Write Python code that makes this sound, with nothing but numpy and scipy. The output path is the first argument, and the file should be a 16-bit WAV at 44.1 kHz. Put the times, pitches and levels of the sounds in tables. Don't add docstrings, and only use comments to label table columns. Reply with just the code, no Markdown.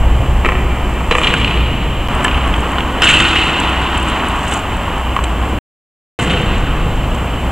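import sys
import numpy as np
from scipy import signal
from scipy.fft import rfft, irfft
from scipy.io import wavfile
from scipy.ndimage import uniform_filter1d, minimum_filter1d

SR = 44100
rng = np.random.default_rng(int(sys.argv[2]) if len(sys.argv) > 2 else 0)


def inscribe(sig):
    pcm = np.round(np.clip(np.atleast_2d(sig).T, -1, 1) * 32767)
    wavfile.write(sys.argv[1], SR, pcm.astype(np.int16))


N = 331279
T = np.arange(N) / SR

# (time [s], level [dB], metal ring [dB], hollow note [Hz], ceiling echo [dB])
ROAD_HITS = [(.448, -2, -25, 360, 2), (.457, -1.5, -25.5, 400, -6.5), (.462, 0.5, -28, 370, -23),
             (1.111, 6, -10.5, 500, 0), (1.124, -2.5, -12.5, 500, -10.5), (2.784, -13, -1, 300, -7),
             (3.019, -6, 9, 320, -13), (3.033, -5, 5, 320, -2), (3.056, -9.5, -1, 320, -15.5),
             (3.201, 0.5, -4, 330, -5), (6.12, 3.5, -10.5, 493, -28), (6.149, 2, -7, 700, -31)]
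# (pitch [Hz], level [dB])
THUD_TONE = [(80, -22), (330, 0.5), (490, 10), (750, 0.5), (1100, 8), (1500, -1), (2300, 1), (3200, -4),
             (4000, -10), (5200, -7.5), (15000, -18)]
# (pitch [Hz], width [Hz], level [dB])
FRAME_RINGS = [(325, 27, 2.5), (512, 31, -11.5), (720, 80, -17.5), (1310, 310, -5), (1480, 120, -1),
               (1864, 110, -6), (2070, 130, -12), (2647, 84, -4), (2846, 100, -2.5), (3080, 210, -7.5),
               (3620, 450, 2), (3970, 250, -3)]
# (time [s], level [dB], fade time [s], ceiling echo [dB])
METAL_SLAPS = [(1.233, -12.5, .012, -22), (1.244, -11.5, .007, -5.5), (1.27, -9.5, .012, -10.5),
               (1.412, -17.5, .009, -25), (1.445, -10.5, 0.005, -3.5), (2.28, -15.5, .006, -2.5),
               (3.04, -9.5, .006, -1), (3.073, -7, .008, -1), (3.087, -8, .014, -4.5),
               (3.354, -12, 0.029, -4), (6.298, -18, .016, -3)]
# (time [s], shake [dB], boom [dB])
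HEAVY_LANDINGS = [(1.22, -18.5, -21.5), (3.027, -6, -36), (6.15, -17.5, -19.5)]
# (pitch [Hz], level [dB])
HOLLOW_TONE = [(50, -14.5), (110, 0.5), (160, -1), (300, -10.5), (450, -13.5), (1000, -31.5), (4000, -70)]
# (time [s], level [dB], ring pitch [Hz], time to fade 60 dB [s], extra click [dB])
DRY_CLACKS = [(1.111, -5.5, 3960, 0.095, -18), (1.339, -9, 1440, 0.045, 22), (2.2468, 3.5, 1730, 0.021, 19),
              (2.54, -11, 3260, .018, -5), (2.806, -10, 3240, .016, 1), (3.0211, 30, 5200, 0.01, -1),
              (3.035, 14, 5340, .006, -9), (3.088, 0.5, 2216, .029, 10.5), (5.1645, -7, 1094, 0.043, 4),
              (5.19, -7, 1090, 0.014, -3), (5.24, -10.5, 3940, .021, 1), (6.31, -12.5, 3610, .07, -10),
              (6.335, -19, 3060, 0.1, -12)]
# (time [s], level [dB])
ROLL_LEVEL = [(0, -33), (1.3, -29.5), (1.7, -38), (2.07, -32), (2.085, -21.5), (2.95, -23.5), (4.2, -20),
              (5.1, -27.5), (6.6, -30.5), (7.51, -32.5)]
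# (pitch [Hz], level [dB])
WHEEL_TONE = [(80, -17), (160, -10), (260, 0), (500, -12), (800, -1.5), (1080, 2), (1450, -6),
              (2200, -11.5), (4000, -12.5), (15000, -16)]
# (peak time [s], level [dB], rise time [s], fade speed [dB/s])
WHEEL_SKIDS = [(1.2, -36, 0.078, 49), (3.045, -26, 0.009, 38), (4.1, -47.5, 0.36, 18.5),
               (4.54, -31.5, 0.082, 230), (6.17, -35, .02, 44)]
# (pitch [Hz], level [dB])
SAND_TONE = [(1000, -28), (4000, -5), (7000, 7.5), (9000, 6.5), (15000, -14)]
# (time [s], level [dB], pitch [Hz])
STONE_SNAPS = [(2.2318, -19, 8200), (2.244, -6, 8600), (3.0884, 0, 7500), (3.5992, -15, 7700),
               (3.9759, -14, 8400), (4.0277, -16, 8600), (4.0976, -17, 8760), (4.2847, -13, 9000),
               (4.479, -16, 8000), (4.5124, -15, 8290), (5.239, -13, 7900), (7.1464, -25.5, 7200)]
# (pitch [Hz], level [dB])
ROAR_TONE = [(40, -21.5), (75, 3.5), (115, -4), (150, -3), (200, -2.5), (310, -4.5), (430, -9), (570, -8.5),
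             (760, -8), (1100, -11), (1450, -19), (2100, -21), (4000, -20), (15000, -15.5)]
# (pitch [Hz], level [dB])
RUMBLE_TONE = [(10, -7.5), (22, -4), (38, 1.5), (50, -10), (75, -15), (115, -10.5), (170, -18), (400, -70)]
# (time [s], level [dB])
RUMBLE_LEVEL = [(0, -14.5), (1.4, -24.5), (2.2, -22), (3.6, -32), (5.0, -25.5), (5.35, -28.5),
                (6.45, -24.5), (6.85, -16.5), (7.15, -25), (7.51, -24)]
# (time [s], level [dB])
BOOM_LEVEL = [(0, -13.5), (.9, -18.5), (1.3, -25), (1.6, -15), (1.95, -22.5), (2.5, -18.5), (3.55, -27),
              (3.9, -21.5), (4.65, -29.5), (5.25, -18), (6.5, -23), (7.4, -21)]
# (pitch [Hz], gain [dB])
MIC_TONE = [(1000, 2.5), (2300, 4), (2700, 5), (3020, 8), (3500, -7), (4150, -14), (4700, -18.5),
            (5700, -21.5), (6600, -17.5), (7600, -12), (9000, -20), (11000, -24.5), (15000, -23.5)]
# (pitch [Hz], level [dB])
HISS_TONE = [(100, 0.23), (4000, 0.15), (8000, 0.17), (11000, 1), (15000, 2)]
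# (start [s], end [s], gain [dB])
SOUND_GAPS = [(2.076, 2.085, -20), (5.588, 6.189, -140)]

LANDING_RISE_S, SHAKE_FALL_DB_PER_S, BOOM_FALL_DB_PER_S = .012, 15, 11
KNOCK_ECHO_S, ECHO_STEP_S = .0405, .032


def knocks(crunch_db=-8, thud_db=9, ring_db=20, note_db=-20, note_fade_s=.27, crack_db=-14, crack_s=.0012):
    blows, frame_push, note, upward = np.zeros((4, N))
    t = T[:12000]
    crunch_fade = np.exp(-(t / .003) ** 2) + .3 * np.exp(-t / .009)
    for s, db, metal_db, hz, echo_db in ROAD_HITS:
        force = undb(crunch_db) * np.sign(noise(len(t))) * crunch_fade / 2
        force[0] += 1
        crack = undb(db + crack_db) * unit(band(noise(len(t)), 9000, 7000)) * np.exp(-t / crack_s)
        add(blows, s, undb(db) * (force + crack))
        add(upward, s, undb(db + echo_db) * (force + crack))
        add(frame_push, s, undb(db + metal_db) * force)
        add(note, s, undb(db + note_db - 60 * t / note_fade_s) * np.sin(2 * np.pi * hz * t))
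    thud, upward = (undb(thud_db) * colour(x, THUD_TONE) for x in (blows, upward))
    return thud + undb(ring_db) * frame_ring(frame_push) + note, upward


def frame_ring(force):
    return sum(undb(db) * band(force, hz, width) for hz, width, db in FRAME_RINGS)


def slaps(hz=2600, ring_db=-2, gain_db=8, lowest_hz=1900):
    force, t = np.zeros((2, N)), T[:8192]
    for s, db, fade_s, echo_db in METAL_SLAPS:
        burst = undb(db) * np.exp(-(t / fade_s) ** 2)
        add(force[0], s, burst)
        add(force[1], s, undb(echo_db) * burst)
    chatter = keep_side(force * grains(rate=6000, spread_db=3), "high", lowest_hz, order=3)
    return undb(gain_db) * (band(chatter, hz, hz / 2) + undb(ring_db) * frame_ring(chatter))


def rattle(clatter_db=-15, gain_db=-6, uneven_db=2.5, roll_db=-6.5, skid_db=10):
    jolts = [surge(s, db, LANDING_RISE_S, SHAKE_FALL_DB_PER_S) for s, db, _ in HEAVY_LANDINGS]
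    shake = together(jolts + [undb(curve(ROLL_LEVEL) + roll_db), undb(skid_db) * sliding()])
    taps = grains(rate=2000, spread_db=1) * undb(uneven_db * wander(90))
    clatter = undb(clatter_db) * band(taps, 2504, 2800)
    return shake * undb(gain_db) * unit(frame_ring(taps) + clatter)


def clacks(click_s=.00152, click_db=-4, rough_db=-5):
    out, t = np.zeros(N), T[:4096]
    for s, db, hz, fade_s, extra_db in DRY_CLACKS:
        ring = np.sin(2 * np.pi * hz * t) + undb(rough_db) * unit(band(noise(len(t)), hz, hz / 3))
        click = undb(extra_db + click_db) * noise(len(t)) * np.exp(-t / click_s)
        add(out, s, undb(db) * (ring * undb(-60 * t / fade_s) + click))
    return out


def wheels(gain_db=1):
    level_db = curve(ROLL_LEVEL) + gain_db + wander(25)
    bumps = grains(rate=4000, spread_db=3)
    return undb(level_db) * unit(colour(bumps, WHEEL_TONE))


def skids(gain_db=19, roll_db=-35.5):
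    strength = together([sliding(), undb(curve(ROLL_LEVEL) + roll_db)])
    sand = grains(rate=1400, spread_db=4) * undb(2.5 * wander(120))
    return strength * undb(gain_db) * unit(colour(sand, SAND_TONE))


def sliding():
    return together([surge(*skid) for skid in WHEEL_SKIDS])


def grit(snap_s=.004, width_hz=3000, gain_db=14, stray_hz=8000, stray_db=-25):
    snaps = np.zeros(N)
    fade = np.exp(-T[:2048] / snap_s)
    ring = lambda x, hz: band(band(x, hz, width_hz), hz, width_hz)
    for s, db, hz in STONE_SNAPS:
        snap = ring(noise(len(fade)) * fade, hz)
        add(snaps, s, undb(db + gain_db) * snap / np.abs(snap).max())
    pop_fades = signal.fftconvolve(grains(rate=12, spread_db=4.5), fade)[:N]
    pops = unit(ring(pop_fades * noise(), stray_hz))
    return snaps + undb(curve(ROLL_LEVEL) + stray_db + gain_db) * pops


def ceiling_echoes(x, first_s, first_db, step_db, count):
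    out = np.zeros(N)
    for trip in range(count):
        add(out, first_s + trip * ECHO_STEP_S, undb(first_db + trip * step_db) * x)
    return out


def underpass(x, low_fade_s=4.1, high_fade_s=.79, split_hz=4500, build_s=.0097):
    scatter = noise()
    low = keep_side(scatter, "low", split_hz) * undb(-60 * T / low_fade_s)
    high = keep_side(scatter, "high", split_hz) * undb(-60 * T / high_fade_s)
    tail = (low - high) * (1 - np.exp(-T / build_s))
    return signal.fftconvolve(x, tail / np.linalg.norm(tail))[:N]


def landing_boom():
    swell = together([surge(s, db, LANDING_RISE_S, BOOM_FALL_DB_PER_S) for s, _, db in HEAVY_LANDINGS])
    return swell * unit(colour(noise(), HOLLOW_TONE))


def traffic(roar_db=-20, boom_db=-1, boom_hz=60.14, drift_hz=2.482, width_hz=14, waver=.7):
    roar = undb(roar_db + .6 * wander(6)) * unit(colour(noise(), ROAR_TONE))
    rumble = undb(curve(RUMBLE_LEVEL)) * unit(colour(noise(), RUMBLE_TONE))
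    pitch_hz = boom_hz + drift_hz * wander(6)
    drone = np.sqrt(2) * np.sin(2 * np.pi * np.cumsum(pitch_hz) / SR)
    boom = unit(drone + waver * unit(band(noise(), boom_hz, width_hz)))
    return roar + rumble + undb(curve(BOOM_LEVEL) + boom_db) * boom


def limiter(x, threshold=1.15, window=90):
    gain = minimum_filter1d(threshold / np.maximum(np.abs(x), threshold), size=window)
    return np.clip(x * uniform_filter1d(gain, size=window), -.98, .98)


def undb(db):
    return 10 ** (np.asarray(db) / 20)


def unit(x):
    return x / np.std(x)


def curve(rows):
    return np.interp(T, *np.transpose(rows))


def surge(s, db, rise_s, fall_db_per_s):
    return undb(db - fall_db_per_s * np.maximum(T - s, 0)) * np.exp(np.minimum(T - s, 0) / rise_s)


def together(gains):
    return np.linalg.norm(gains, axis=0)


def noise(size=N):
    return rng.standard_normal(size)


def wander(rate):
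    return unit(np.interp(T * rate, np.arange(1024), noise(1024)))


def grains(rate, spread_db):
    taps = (rng.random(N) < rate / SR) * np.sign(noise())
    return unit(taps * undb(spread_db * np.clip(noise(), -2, 2)))


def add(track, s, sound):
    start = int(s * SR)
    track[start:start + len(sound)] += sound[:N - start]


def band(x, hz, width):
    return signal.lfilter(*signal.iirpeak(min(hz, SR / 2 - 1), hz / width, fs=SR), x)


def keep_side(x, side, hz, order=2):
    return signal.sosfilt(signal.butter(order, hz, side, fs=SR, output="sos"), x)


def colour(x, tone, size=8192):
    hz, db = np.transpose(tone)
    bins = np.maximum(np.fft.rfftfreq(size, 1 / SR), 1)
    gains = undb(np.interp(np.log(bins), np.log(hz), db))
    cepstrum = irfft(np.log(gains))
    cepstrum[1:size // 2] *= 2
    cepstrum[size // 2 + 1:] = 0
    return signal.fftconvolve(x, irfft(np.exp(rfft(cepstrum))))[:len(x)]


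def scene():
    hits, hits_up = knocks()
    metal, metal_up = slaps()
    hits_up = keep_side(hits_up, "high", 600, order=1)
    echoes = ceiling_echoes(hits_up, KNOCK_ECHO_S, first_db=.5, step_db=-4.5, count=3)
    echoes += ceiling_echoes(metal_up, ECHO_STEP_S, first_db=-1, step_db=-2.5, count=9)
    space = echoes + underpass(undb(-5.5) * hits + undb(-6) * metal) + landing_boom()
    scooter = hits + metal + rattle() + clacks() + grit() + skids() + wheels()
    air = scooter + space + traffic()
    return np.array([air, air])


def record(dry, shared_hiss_db=-50, channel_hiss_db=-47, whine_hz=7440, drift_hz=5,
           whine_db=-47, octave_db=-48, mono_hz=260, top_hz=15300):
    sound = np.array([limiter(colour(x, MIC_TONE)) for x in dry])
    hiss = undb(shared_hiss_db) * unit(colour(noise(), HISS_TONE))
    hiss = hiss + undb(channel_hiss_db) * noise(dry.shape)
    phase = 2 * np.pi * np.cumsum(whine_hz + drift_hz * wander(40)) / SR
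    whine = undb(whine_db) * np.sin(phase) + undb(octave_db) * np.sin(2 * phase)
    left, right = sound + hiss + whine
    left = np.append(0, left[:-1])
    bass_cut = signal.butter(1, mono_hz, "high", fs=SR, output="sos")
    mid, side = (left + right) / 2, signal.sosfiltfilt(bass_cut, (left - right) / 2)
    gap_gain = undb(sum(db * ((T > start) & (T < end)) for start, end, db in SOUND_GAPS))
    treble_cut = signal.ellip(10, .2, 80, top_hz, fs=SR, output="sos")
    return signal.sosfilt(treble_cut, gap_gain * np.array([mid + side, mid - side]))


dry = scene()
out = record(dry)
inscribe(out)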